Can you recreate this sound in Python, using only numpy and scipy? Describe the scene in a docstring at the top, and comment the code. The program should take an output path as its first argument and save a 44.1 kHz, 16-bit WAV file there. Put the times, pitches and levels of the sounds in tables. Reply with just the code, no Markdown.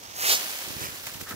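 """On a lawn, a foot ploughs into dry leaves and kicks them up. They patter down as a dog leaps, lands
and huffs. The rustle is thousands of tiny cracks, each reaching the two microphones from its own
direction, mostly from the right. Paws and a shoe thud on the turf, and the huff is a puff of noise
shaped by the dog's muzzle. A hand softly bumps the camera on the right, over a faint outdoor hiss."""
import sys
import numpy as np
from scipy import signal
from scipy.fft import rfft, irfft, next_fast_len
from scipy.io import wavfile
from scipy.ndimage import map_coordinates

SR = 44100
rng = np.random.default_rng(int(sys.argv[2]) if len(sys.argv) > 2 else 0)


def bounce(signal):
    """Save signal as a 16-bit WAV file at the path given by the first command-line argument."""
    frames = np.transpose(np.atleast_2d(signal))
    limited = np.clip(frames, -1, 1)
    pcm = np.round(limited * 32767).astype(np.int16)
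    wavfile.write(sys.argv[1], SR, pcm)


N = 59535
TOP_HZ = 15750  # the highest pitch in the scene

# How loud the kick is. Each row: time in seconds, level in dB.
KICK_LEVEL = [(.12, -51), (.165, -38), (.198, -31), (.245, -26), (.30, -19), (.335, -19.5), (.363, -26.5),
              (.39, -39.5), (.46, -48)]
# Swells of sound. Each row: time of the peak in seconds, level in dB, rise and decay in seconds.
SHOE_SWELLS = [(.848, -34, 0.055, 0.051), (.947, -41, 0.0047, .007)]
PAW_SWELLS = [(.957, -38.5, .004, 0.0065), (.983, -46, 0.0037, 0.0113), (1.04, -39.5, 0.0095, 0.014),
              (1.06, -36.5, 0.0049, 0.0051), (1.069, -32.5, 0.0036, 0.013), (1.094, -39.5, 0.032, 0.041),
              (1.143, -35.5, 0.0065, 0.011), (1.165, -40.5, 0.014, 0.019), (1.206, -41.5, 0.012, 0.007),
              (1.213, -32.5, 0.0033, 0.0086), (1.236, -40.5, 0.0073, .008), (1.31, -37, 0.031, 0.02)]
HUFF_SWELLS = [(1.275, -42.5, 0.014, 0.023), (1.322, -38.5, 0.025, 0.017)]
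# Single stems snap. Each row: time in seconds, strength in dB.
STEM_SNAPS = [(0.046, -43), (.105, -30), (.685, -29), (0.76, -45), (0.876, -44), (1.013, -35)]
# Paws and shoe hit the turf. Each row: time in seconds, strength in dB, pitch in Hz.
TURF_THUDS = [(.768, -35, 125), (.821, -35, 130), (.889, -43, 130), (1.122, -45, 130), (1.157, -40, 120),
              (1.314, -34, 220)]
# The hand bumps the camera. Each row: time in seconds, strength in dB.
HAND_BUMPS = [(0.679, -31.5), (0.704, -30), (.707, -24), (0.715, -33), (.735, -32), (.768, -32),
              (.782, -29.5), (0.819, -24), (.829, -32), (.841, -25), (0.864, -30), (.889, -32), (.926, -33),
              (0.946, -34), (1.157, -32), (1.173, -31.5), (1.215, -27), (1.227, -26.5), (1.331, -45),
              (1.342, -24)]
# How loud the moving hand rumbles. Each row: time in seconds, level in dB.
RUMBLE_LEVEL = [(0, -60), (.6, -59), (.71, -45.5), (.85, -47.5), (.98, -54.5), (1.1, -57), (1.22, -48),
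                (1.27, -55), (1.34, -43)]

# The tone of each sound, from bass to treble. Each row: frequency in Hz, boost or cut in dB.
KICK_TONE = [(100, -16), (200, -18), (350, -4.5), (900, -2), (1800, 0.5), (3500, -2.5), (4800, 1),
             (7000, 1.5), (9000, -5), (11500, -1), (15500, -1)]
FALL_TONE = [(100, -15.5), (250, -8), (600, -2), (1200, -1.5), (2200, 2), (6000, -0.5), (9000, -4.5),
             (12000, -3), (15500, -0.5)]
PILE_TONE = [(100, -1), (400, -3), (800, 2.5), (1500, -4), (3200, -0.5), (4300, -3.5), (6000, 0.5),
             (9000, -15), (15000, -12.5)]
SHOE_TONE = [(100, -3), (500, -4), (1200, 5.5), (2300, 2), (3400, -0.5), (4200, -4), (5200, 0.5),
             (7000, -1.5), (9000, -6), (13000, -2.5), (15500, -4)]
PAW_TONE = [(100, -4), (400, -9), (1400, -2.5), (3000, -2.5), (7000, -5), (9500, -8.5), (13000, -5),
            (15500, -3.5)]
HUFF_TONE = [(300, -9), (900, -14), (1300, 0.5), (1550, -5), (1800, -1), (2200, -18), (4000, -32),
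             (9000, -52)]
RUMBLE_TONE = [(20, -20), (45, -19), (90, 6.5), (160, -11), (350, 2), (700, -5), (2000, -24.5)]
AIR_TONE = [(100, 4.5), (500, 0.5), (1500, -0.5), (6000, -9), (9000, -10), (15000, -4)]

# How much later the left microphone hears the leaves as they fly away, and the dog as it moves off.
# Each row: time in seconds, delay in milliseconds.
LEAF_DELAY = [(0, 0.35), (.2, 0.31), (.3, 0.29), (.37, .23), (.75, .19)]
DOG_DELAY = [(1.0, 0.15), (1.32, 0.053)]
# How much louder the left microphone is than the right. Each row: frequency in Hz, amount in dB.
MIC_BALANCE = [(200, 1.5), (1500, -1.5), (2800, -0.5), (3700, -1.5), (4500, -3.5), (5500, -4), (6800, -3),
               (8000, 0.5), (10500, -2), (13000, -1), (15500, -2)]


def kicked_leaves():
    """Thousands of leaves slide over each other as the heap flies up."""
    leaves = rustle(KICK_TONE, rate=26000, scatter_db=1.3, clump_db=0.33,
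                    delay=LEAF_DELAY, spread_ms=.024)
    return amp(curve(KICK_LEVEL)) * swish(leaves)


def swish(sound, centre_s=0.307, centre_hz=3300, octaves_per_s=8, width_octaves=0.72, lift_db=4):
    """A broad band of the rustle is boosted, and climbs in pitch as the heap opens up."""
    hz, t, spectrum = signal.stft(sound, SR, nperseg=256)
    octaves_away = np.log2((hz[:, None] + 1) / centre_hz) - octaves_per_s * (t - centre_s)
    boost = amp(lift_db * np.exp(-(octaves_away / width_octaves) ** 2))
    _, swept = signal.istft(spectrum * boost, SR, nperseg=256)
    return unit(swept[:, :N])


def falling_leaves(peak_s=0.373, rise_s=0.062, level_db=-30.5, fade_db_per_s=17):
    """Leaves flutter down and settle, ever fewer and softer."""
    age = clock() - peak_s
    rise = np.clip(1 + age / rise_s, 0, 1)
    fade = amp(level_db - fade_db_per_s * np.maximum(age, 0))
    return rise * fade * rustle(FALL_TONE, rate=33000, scatter_db=1.0, clump_db=1.05,
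                                delay=LEAF_DELAY, spread_ms=.1, thinning_per_s=1)


def ploughing_foot():
    """The foot pushes through the pile before the kick, making a dull crunch inside it."""
    level_db = curve([(0, -51.5), (.03, -44), (.254, -44), (.336, -90)])
    crunch = rustle(PILE_TONE, rate=8000, scatter_db=1.0, clump_db=1.36,
                    delay=LEAF_DELAY, spread_ms=0.064)
    return amp(level_db) * crunch * left_right(-1.5, 1)


def landing_shoe():
    """The shoe sinks back into the pile and crushes leaves."""
    return swells(SHOE_SWELLS) * rustle(SHOE_TONE, rate=9000, scatter_db=1.5, clump_db=1.0,
                                        delay=[(0, .4)], spread_ms=0.015)


def paw_steps():
    """Each paw presses a swell of cracks out of the leaves."""
    return swells(PAW_SWELLS) * rustle(PAW_TONE, rate=7000, scatter_db=3, clump_db=0.7,
                                       delay=DOG_DELAY, spread_ms=.08)


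def snapping_stems(cracks_each=8):
    """Each stem gives way in a quick run of cracks."""
    snap_s, db = np.transpose(STEM_SNAPS)
    times = snap_s[:, None] + rng.uniform(-0.00042, .0012, (len(snap_s), cracks_each))
    sizes = np.repeat(amp(db), cracks_each)
    return with_tone(cracks(times.ravel(), sizes, delay_ms=0.9, spread_ms=0.062), PILE_TONE)


def turf_thuds(width_s=.004):
    """Soft turf shakes just once or twice under each paw or shoe."""
    t, thuds = clock(), np.zeros(N)
    for hit_s, db, hz in TURF_THUDS:
        age = t - hit_s
        thuds -= amp(db) * np.exp(-(age / width_s) ** 2) * np.cos(2 * np.pi * hz * age)
    return thuds * left_right(-1.5, -1.5)


def dog_huff():
    """A short puff of breath rings at two pitches in the dog's muzzle, straight ahead."""
    return swells(HUFF_SWELLS) * noise(HUFF_TONE, channels=1)


def hand_on_camera(bump_s=0.00089):
    """Each bump is a short dip in pressure at the right microphone; the moving hand adds a rumble."""
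    t, bumps = clock(), np.zeros(N)
    widths = bump_s * np.exp(rng.normal(0, .12, len(HAND_BUMPS)))
    for (hit_s, db), width in zip(HAND_BUMPS, widths):
        offset = (t - hit_s) / width
        dip = np.exp(-offset ** 2)
        rebound = np.exp(-(offset / 5) ** 2) / 5  # wide and shallow, it balances the dip
        bumps += amp(db) * (rebound - dip)
    rumble = amp(curve(RUMBLE_LEVEL)) * noise(RUMBLE_TONE)
    return bumps * left_right(-31, 0) + rumble * left_right(-1.5, 1.5)


def lawn_air(level_db=-50.5):
    """The faint, steady hiss of the open lawn."""
    return amp(level_db) * noise(AIR_TONE)


def rustle(tone, rate, scatter_db, clump_db, delay, spread_ms, thinning_per_s=0):
    """Leaves crack at random, in louder and softer clumps, starting at `rate` cracks a second."""
    density = rate * np.exp(-thinning_per_s * clock())
    count_so_far = np.cumsum(density) / SR
    when, strength = rng.random((int(count_so_far[-1]), 2)).T
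    times = np.interp(when * count_so_far[-1], count_so_far, clock())
    sizes = amp(-scatter_db * np.log(strength + .01))  # many small cracks, a few big ones
    delay_ms = np.interp(times, *np.transpose(delay))
    stream = cracks(times, sizes, delay_ms, spread_ms) / np.sqrt(density)  # as loud when it thins
    clumps = amp(clump_db * wobble(220))
    return unit(with_tone(stream * clumps, tone))


def cracks(times, sizes, delay_ms, spread_ms, ring_s=0.00015, lean_db=1.5, samples=48):
    """Each crack is a tiny ring that dies at once, with its own pitch and its own direction."""
    pitch, phase, direction, lean = rng.random((len(times), 4)).T
    stray = np.log((direction + 1e-6) / (1 - direction + 1e-6)) / 2  # usually close to zero
    delay_s = (delay_ms + spread_ms * stray) / 1000
    tilt_db = lean_db * (lean - .5)  # a little louder on one side
    sides = []
    for arrival, gain in ((times + delay_s, amp(tilt_db)), (times, amp(-tilt_db))):
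        start = np.abs(arrival)[:, None]
        index = np.ceil(start * SR).astype(int) + np.arange(samples)
        age = index / SR - start
        envelope = 2 * age / ring_s * np.exp(1 - 2 * age / ring_s)
        wave = np.sin(2 * np.pi * (TOP_HZ * pitch[:, None] * age + phase[:, None]))
        rings = envelope * wave * (sizes * gain)[:, None]
        sides.append(np.bincount(index.ravel(), rings.ravel(), N)[:N])
    return np.array(sides)


def swells(rows):
    """One loudness curve made of swells that each rise to a peak and die away."""
    t, power = clock(), np.zeros(N)
    for peak_s, db, rise_s, decay_s in rows:
        age = t - peak_s
        drop = np.where(age < 0, (age / rise_s) ** 2, age / decay_s)
        power += (amp(db) * np.exp(-drop)) ** 2
    return np.sqrt(power)


def noise(tone, channels=2):
    """Steady noise with the given tone."""
    return unit(with_tone(rng.standard_normal((channels, N)), tone))


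def wobble(rate):
    """A smooth curve through `rate` random points a second."""
    points = rng.standard_normal(int(N * rate / SR) + 4)
    return map_coordinates(points, [clock() * rate])


def with_tone(sound, tone):
    """Boost and cut a sound's frequencies as a tone table says."""
    return filtered(sound, lambda hz: amp(db_at(tone, hz)))


def filtered(sound, gain_at):
    """Multiply each frequency in a sound by gain_at(hz)."""
    size = next_fast_len(N + 8192)
    hz = np.fft.rfftfreq(size, 1 / SR)
    return irfft(rfft(sound, size) * gain_at(hz), size)[..., :N]


def db_at(rows, hz):
    """Read between rows of frequency and dB, giving each octave equal room."""
    row_hz, row_db = np.transpose(rows)
    return np.interp(np.log(hz + 1), np.log(row_hz + 1), row_db)


def curve(rows):
    """Join rows of time and value with straight lines."""
    return np.interp(clock(), *np.transpose(rows))


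def clock():
    """The time of every sample, in seconds."""
    return np.arange(N) / SR


def left_right(left_db, right_db):
    """A gain for each side."""
    return amp([[left_db], [right_db]])


def amp(db):
    """Turn decibels into a gain to multiply by."""
    return 10 ** (np.asarray(db) / 20)


def unit(sound):
    """Scale a sound so that its average size (rms) is 1."""
    return sound / np.sqrt(np.mean(sound ** 2) + 1e-20)


def scene():
    """Leaves and air, with a slightly different tone on each side, plus the huff and the low knocks."""
    rustling = (lawn_air() + ploughing_foot() + landing_shoe() + kicked_leaves()
                + falling_leaves() + paw_steps() + snapping_stems())
    share = np.array([[.5], [-.5]])  # half added on the left, half taken from the right
    rustling = filtered(rustling, lambda hz: amp(db_at(MIC_BALANCE, hz) * share))
    return rustling + dog_huff() + turf_thuds() + hand_on_camera()


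def record(dry, low_cut_hz=48):
    """The camera weakens the deep bass and keeps nothing above TOP_HZ."""
    return filtered(dry, lambda hz: hz ** 2 / np.hypot(hz ** 2, low_cut_hz ** 2) * (hz < TOP_HZ))


dry = scene()
out = record(dry)
bounce(out)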